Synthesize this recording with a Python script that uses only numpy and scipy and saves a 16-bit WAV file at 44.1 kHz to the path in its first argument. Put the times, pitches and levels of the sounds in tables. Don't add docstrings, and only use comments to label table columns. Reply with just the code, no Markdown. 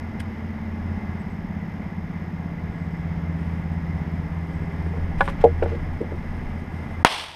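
import sys
import numpy as np
from scipy import signal
from scipy.fft import rfft, irfft
from scipy.io import wavfile
from scipy.ndimage import uniform_filter1d

SR = 44100
rng = np.random.default_rng(int(sys.argv[2]) if len(sys.argv) > 2 else 0)


def volts_from_decibels(level):
    exponent = np.asarray(level, float) / 20
    return 10 ** exponent


def file_out(sig):
    cols = np.atleast_2d(sig).T
    lim = np.clip(cols, -1, 1)
    pcm = np.round(lim * 32767).astype(np.int16)
    wavfile.write(sys.argv[1], SR, pcm)


N = 324135
TIME = np.arange(N) / SR
BURST_S = 7.04803

# f/Hz, level/dB [per Hz]
FIZZ_COLOUR = [(700, -29.5), (1500, 3), (3000, 5.5), (4300, -6), (5500, -9.5), (7200, -12.5), (8700, -4.5),
               (10000, -10.5), (11400, -11.5), (13000, -16.5), (15500, -34.5)]


def in_time(rows):
    s, *columns = np.transpose(rows)
    return [np.interp(TIME, s, c) for c in columns]


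def rms_one(x):
    return x / np.sqrt(np.mean(x ** 2) + 1e-20)


def drift(rate_hz):
    count = int(N / SR * rate_hz) + 2
    return rms_one(np.interp(TIME * rate_hz, np.arange(count), rng.standard_normal(count)))


def coloured(points):
    hz = np.maximum(np.fft.rfftfreq(N, 1 / SR), 1)
    point_hz, point_db = np.transpose(points)
    gain = volts_from_decibels(np.interp(np.log(hz), np.log(point_hz), point_db))
    return rms_one(irfft(rfft(rng.standard_normal(N)) * gain, N))


def band(x, low_hz, high_hz, order=2):
    return signal.sosfilt(signal.butter(order, [low_hz, high_hz], "band", fs=SR, output="sos"), x)


def low_pass(x, hz, order=2):
    return signal.sosfilt(signal.butter(order, hz, fs=SR, output="sos"), x)


def lift(x, hz, width_hz, db):
    r = np.exp(-np.pi * width_hz / SR)
    feedback = [1, -2 * r * np.cos(2 * np.pi * hz / SR), r * r]
    peak = signal.lfilter(np.array([1, 0, -1]) * (1 - r * r) / 2, feedback, x)
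    return x + (volts_from_decibels(db) - 1) * peak


def swell(rows, rise_db_per_s, fall_db_per_s):
    total = np.zeros(N)
    for start, end, db in rows:
        rise = rise_db_per_s * np.maximum(start - TIME, 0)
        fall = fall_db_per_s * np.maximum(TIME - end, 0)
        total += volts_from_decibels(np.maximum(db - rise - fall, -200))
    return total


def bell(centre_s, width_s):
    return np.exp(-((TIME - centre_s) / width_s) ** 2)


def struck(events, modes, level_db, rattle_s, contact_hz):
    out = np.zeros(N)
    lag = np.arange(round(.04 * SR)) / SR / rattle_s
    rattles = rng.standard_normal((len(events), len(lag))) * lag * np.exp(-lag)
    heard = slice(round(events[0][0] * SR), round((events[-1][0] + .4) * SR))
    spot_db = 2.34 * rng.standard_normal((len(events), len(modes)))
    for (hz, db, t60), spots in zip(modes, spot_db.T):
        drive = np.full(N, 1e-18)
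        for (s, peak_db, bright_db), rattle, spot in zip(events, rattles, spots):
            at = round(s * SR)
            at_mode = abs(rattle @ np.exp(2j * np.pi * hz * lag * rattle_s))
            push = np.hypot(at_mode, 0.71 * np.linalg.norm(rattle))
            blow_db = peak_db + db + level_db + spot + bright_db * np.log2(hz / 600)
            drive[at:at + len(lag)] += volts_from_decibels(blow_db) * rattle / push
        r, w = volts_from_decibels(-60 / (t60 * SR)), 2 * np.pi * hz / SR
        out[heard] += signal.lfilter([0, np.sin(w)], [1, -2 * r * np.cos(w), r * r], drive[heard])
    return band(out + 1e-18, 290, contact_hz, order=4)


def outdoors():
    # f/Hz, level/dB [per Hz]
    air_colour = [(15, -42), (28, -6.5), (48, -13.5), (110, -9), (200, -8.5), (335, -18), (543, -24),
                  (879, -19.5), (1540, -32.5), (2020, -26.5), (2560, -38.5), (5140, -53.5), (7090, -61.5),
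                  (12500, -65), (15000, -71.5)]
    level_db = -39.5 + 1.5 * bell(5.06, 1) + 4.5
    return volts_from_decibels(level_db + 0.54 * drift(6)) * coloured(air_colour)


def insect():
    # start t/s, end t/s, level/dB
    calls = [(1.1, 1.13, -82), (1.19, 1.23, -76), (1.26, 1.42, -81), (2.697, 3.08, -80), (4.48, 4.69, -80),
             (6.94, 6.97, -81)]
    gate = np.zeros(N)
    for start, end, db in calls:
        gate += volts_from_decibels(db) * np.sin(np.pi * np.clip((TIME - start) / (end - start), 0, 1)) ** .5
    return gate * volts_from_decibels(4 * drift(45)) * rms_one(band(rng.standard_normal(N), 7850, 8120))


def engine():
    # t/s, f/Hz [firings per s]
    firing_rate = [(0, 17.07), (1.75, 16.85), (3.25, 16.67), (4.75, 16.57), (7.35, 16.38)]
    # multiple of the firing rate, level/dB
    orders = [(1, -9), (2, -8), (3, -31), (4, -5), (5, 11), (6, -4.5), (7, -13), (8, -12), (9, -4.5),
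              (10, -1), (11, -8), (12, -3.5), (13, -1.5), (14, -12), (15, -10.5), (16, -10), (17, -5.5),
              (18, -15)]
    # t/s, level/dB
    boom_swells = [(0, -36), (.7, -38), (.82, -31), (1.15, -37), (1.45, -43), (2.3, -40), (2.9, -37),
                   (3.3, -31.5), (4.05, -30), (4.6, -36.5), (4.9, -28), (5.15, -32), (5.31, -39.5),
                   (5.52, -27), (5.75, -28.5), (6.28, -36.5), (6.65, -34), (7.05, -33.5)]
    speed, = in_time(firing_rate)
    boom_db, = in_time(boom_swells)

    nearest_s, passing_s, fade_db = 3.22, 3.2, 7
    hiding_db = 3.5 * np.clip(TIME - 5.07, 0, 1.3)
    high_db = -30 - fade_db * (1 - bell(nearest_s, passing_s)) - hiding_db
    lower_db = -36 - 1.7 * fade_db * (1 - bell(nearest_s + .9, passing_s / 2))

    boost_hz, boost_ends_hz, sag_s = 233, 148.2, 2.05
    centre_hz = boost_ends_hz + (boost_hz - boost_ends_hz) * np.exp(-TIME / sag_s)
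    wall = volts_from_decibels(9.5) * bell(6.4, 0.66)

    turns = np.cumsum(speed) / SR
    turns -= turns[round(2.879 * SR)]
    waves = {}
    for k, db in orders:
        phase = 2 * np.pi * (k * turns + .03 * drift(1.5))
        waves[k] = volts_from_decibels(db + 1.5 * drift(2.5)) * np.cos(phase)
    rest = sum(waves[k] for k in (1, 2, 3, 6, 7))
    high = np.zeros(N)
    for k in range(8, 19):
        ground_lift = np.exp(-((k * speed - centre_hz) / 26) ** 2)
        wall_lift = wall * np.exp(-((k * speed - 237) / 16) ** 2)
        high += waves[k] * (0.23 + ground_lift + wall_lift)

    twin_turns = turns + (4.6 * (TIME - 2.755) + .5) / 5
    twin = volts_from_decibels(-41.5) * np.cos(10 * np.pi * twin_turns) + volts_from_decibels(-48) * np.cos(8 * np.pi * twin_turns)
    whine = volts_from_decibels(-50.5) * bell(4.75, .35) * np.cos(48 * np.pi * turns)

    boom = volts_from_decibels(boom_db + 0.62) * rms_one(waves[5])
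    lower = volts_from_decibels(lower_db - 2.5) * rms_one(waves[4])
    upper = volts_from_decibels(high_db - 0.52) * rms_one(high)
    return np.sqrt(2) * (twin + whine) + boom + lower + volts_from_decibels(-48.5) * rms_one(rest) + upper


def camera_whine():
    frame = TIME * 47.952 + .74
    on = uniform_filter1d((frame % 1 < .41) * 1., size=30)
    turns = 6440 * TIME + rng.random(int(frame[-1]) + 1)[frame.astype(int)]
    return on * (volts_from_decibels(-71.5) * np.sin(2 * np.pi * turns) + volts_from_decibels(-72) * np.sin(4 * np.pi * turns))


def footsteps():
    # start t/s, end t/s, level/dB
    weight_shifts = [(4.65, 4.84, -41), (5.03, 5.04, -29), (5.19, 5.22, -23), (5.42, 5.45, -27.5),
                     (5.6, 5.65, -26.5), (5.8, 5.95, -34), (6.2, 6.5, -33)]
    # t/s, peak level/dB, brightness/dB [per octave]
    rail_knocks = [(4.969, -21, -10), (5.2068, -4, 0.5), (5.2088, -4, 1), (5.214, -6.5, -2),
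                   (5.2768, -5.5, -5.5), (5.284, -13, -4.5), (5.3, -21, -7), (5.626, -10, -6),
                   (5.658, -21, -5)]
    # f/Hz, level/dB, t60/s
    rail_modes = [(428, -17, 0.11), (556, -7.5, 0.14), (630, -18, 0.055), (818, -7.5, 0.094),
                  (916, -0.5, 0.071), (1009, -0.5, 0.066), (1150, 0.5, 0.046), (1367, -1.5, 0.042),
                  (1463, 0, 0.038), (1688, -4, 0.051), (2010, -14, 0.018), (2140, -10, 0.046),
                  (2660, -18, 0.03), (3250, -21, 0.03), (3470, -30, 0.016), (4530, -19, 0.017)]
    # t/s, peak level/dB, brightness/dB [per octave]
    close_thuds = [(4.935, -24, 8), (4.97, -27, 7), (5.4378, 0.5, 0), (5.4405, -1.5, 5.5), (5.447, 1.5, -4),
                   (5.456, -2.5, -4.5), (5.47, -18, -4.5), (5.622, -9, -7), (5.632, -12.5, -7),
                   (5.658, -15, -2), (6.24, -28, 10)]
    # t/s, peak level/dB, brightness/dB [per octave]
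    far_steps = [(4.505, -30, -6), (4.86, -25, -2), (5.715, -18.5, -3), (5.727, -17, -3),
                 (5.745, -21.5, -4), (6.003, -17, -9), (6.011, -13, -7), (6.026, -21, -5),
                 (6.118, -20.5, -7), (6.133, -22, -6)]
    # f/Hz, level/dB, t60/s
    deck_modes = [(262, -32, 0.048), (363, -7, 0.11), (410, -13.5, 0.034), (469, 2.5, 0.099),
                  (533, -4, 0.079), (595, -8, 0.075), (636, -11, .05), (740, -6.5, 0.045),
                  (789, -7.5, .055), (940, -20, .04)]
    # start t/s, end t/s, level/dB
    drags = [(5.2, 5.3, -55.5)]
    # start t/s, end t/s, level/dB
    rubs = [(5.19, 5.32, -48), (5.405, 5.415, -46.5), (5.625, 5.665, -49), (5.71, 5.73, -52)]

    flexing = rms_one(band(rng.standard_normal(N), 12, 42))
    sway = swell(weight_shifts, rise_db_per_s=300, fall_db_per_s=89) * volts_from_decibels(-1.5) * flexing
    scuff = swell(drags, rise_db_per_s=1200, fall_db_per_s=600) * volts_from_decibels(5 + 1.8 * drift(60))
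    scuff = scuff * coloured(FIZZ_COLOUR)
    rubbing = rms_one(band(rng.standard_normal(N), 900, 2500))
    grit = swell(rubs, rise_db_per_s=600, fall_db_per_s=300) * volts_from_decibels(3.9 * drift(90)) * rubbing
    knocks = struck(rail_knocks, rail_modes, level_db=-12, rattle_s=0.00088, contact_hz=3750)
    thuds = struck(close_thuds, deck_modes, level_db=-8.5, rattle_s=0.0011, contact_hz=900)
    steps = struck(far_steps, deck_modes, level_db=-9.0, rattle_s=0.0017, contact_hz=610)
    return knocks + thuds + steps + sway + scuff + grit


def ticks():
    # t/s, peak level/dB, build-up/s, t60/s
    tick_times = [(.203, -41, 0.0031, 0.021), (.21, -56, .002, 0.074), (5.187, -57, .002, .05),
                  (5.209, -48, .001, .03), (5.257, -51, .003, .05), (5.414, -51, .001, 0.018),
                  (5.4493, -46, .001, .012), (5.64, -54, .001, .03), (6.015, -53, .0005, .01),
                  (6.19, -60, .0005, .01)]
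    envelope = np.zeros(N)
    for s, db, rise_s, t60 in tick_times:
        build_up = np.exp(np.clip((TIME - s) / rise_s, -30, 0))
        decay = volts_from_decibels(-60 * np.clip((TIME - s) / t60, 0, 4))
        envelope += volts_from_decibels(db) * np.where(TIME < s, build_up, decay)
    return envelope * volts_from_decibels(5) * coloured(FIZZ_COLOUR)


def lighter():
    # t/s, peak level/dB, brightness/dB [per octave]
    click = [(.2045, -24, 0)]
    # f/Hz, level/dB, t60/s
    case_modes = [(1690, 0.5, 0.02), (2030, -5, .015), (3080, -10.5, 0.011)]
    return struck(click, case_modes, level_db=-2.0, rattle_s=0.00053, contact_hz=5000)


def fuse():
    # start t/s, end t/s, level/dB
    flares = [
        (3.4, 3.45, -72),
        (4.7, 5.0, -75),
        (6.78, 6.84, -67.5),
    ]
    lit_s = 3.39
    burn = (TIME > lit_s) * volts_from_decibels(-74.5 + 1.3 * (TIME - lit_s))
    burn = np.hypot(burn, swell(flares, rise_db_per_s=150, fall_db_per_s=40))
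    return burn * volts_from_decibels(4 + 2.2 * drift(30)) * (TIME < BURST_S) * coloured(FIZZ_COLOUR)


def blast():
    # delay/ms, push/ms, suction/ms, level/dB
    shock_times = [(0, .36, .26, 34), (.62, .82, .66, 37), (2.06, .46, .3, 29), (3.05, .3, .6, 10),
                   (5.2, .5, .6, 6), (21.4, .16, .16, 17)]
    # f/Hz, level/dB [per Hz]
    echo_colour = [(100, -9), (320, -5.5), (520, -4.5), (900, 5.5), (1400, -4), (2100, -1.5), (2700, -3),
                   (3250, 1), (3800, -6), (5370, -12.5), (7050, -27), (8800, -19), (11000, -29.5),
                   (15000, -40.5)]
    # start t/s, end t/s, level/dB
    near_echo = [(7.054, 7.072, -18.5)]
    # start t/s, end t/s, level/dB
    far_echo = [(7.103, 7.113, -27.5)]
    tree_line_end_s = 7.22
    ms = (TIME - BURST_S) * 1000

    shocks = np.zeros(N)
    for lag, push, pull, db in shock_times:
        corners_ms = [-.02, .02, push, push + pull / 2, push + pull]
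        shocks += volts_from_decibels(db) * np.interp(ms - lag, corners_ms, [0, -0.58, 0.14, 1.0, 0])

    near = swell(near_echo, rise_db_per_s=900, fall_db_per_s=900) * (ms > 3)
    far = swell(far_echo, rise_db_per_s=200, fall_db_per_s=58.5) * (ms > 3)
    far *= volts_from_decibels(-60 * np.clip(TIME - tree_line_end_s, 0, .06))
    far_treble = far * volts_from_decibels(5 - 25 * np.maximum(TIME - tree_line_end_s, 0))

    echoes = coloured(echo_colour) * volts_from_decibels(1.2 * drift(250))
    dull = low_pass(echoes, 5500)
    wash = np.hypot(near, far) * dull + (echoes - dull) * np.hypot(near, far_treble)
    wash = wash + near * (lift(dull, hz=2950, width_hz=830, db=5) - dull)

    shaking = rms_one(band(rng.standard_normal(N), 600, 1170)) * np.clip(ms - 3.5, 0, 1)
    shaking *= volts_from_decibels(6 - 60 * np.maximum(TIME - BURST_S, 0) / .12)
    return low_pass(shocks, 4500) + shaking + volts_from_decibels(19.5) * wash


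def scene():
    # f/Hz, width f/Hz, lift level/dB
    case_resonances = [(950, 510, -2.5), (1434, 22, 6.5), (1672, 62, 6.5), (2060, 88, 5), (3180, 210, 1),
                       (4220, 970, -3.5), (5180, 480, 8.5), (10200, 1200, 0.5)]
    air = outdoors() + insect() + ticks() + fuse()
    for hz, width_hz, db in case_resonances:
        air = lift(air, hz, width_hz, db)
    return (air + engine() + camera_whine() + footsteps() + lighter() + blast())[None]


def band_limit(x):
    return signal.sosfilt(signal.butter(12, 15280, fs=SR, output="sos"), x)


def record(dry):
    duck_db, look_ahead_s, recovery_db_per_s = 22.5, .017, 15
    overload_s = np.argmax(np.abs(dry[0]) > 2) / SR
    since = TIME - (overload_s - look_ahead_s)
    ducking_db = np.clip(since / 0.0038, 0, 1) * np.maximum(duck_db - recovery_db_per_s * since, 0)
    clipped = np.clip(dry * volts_from_decibels(-ducking_db), -1, 1)
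    smooth = low_pass(clipped, 15000, order=8)
    return band_limit(np.clip(smooth, -1, 1))


dry = scene()
out = record(dry)
file_out(out)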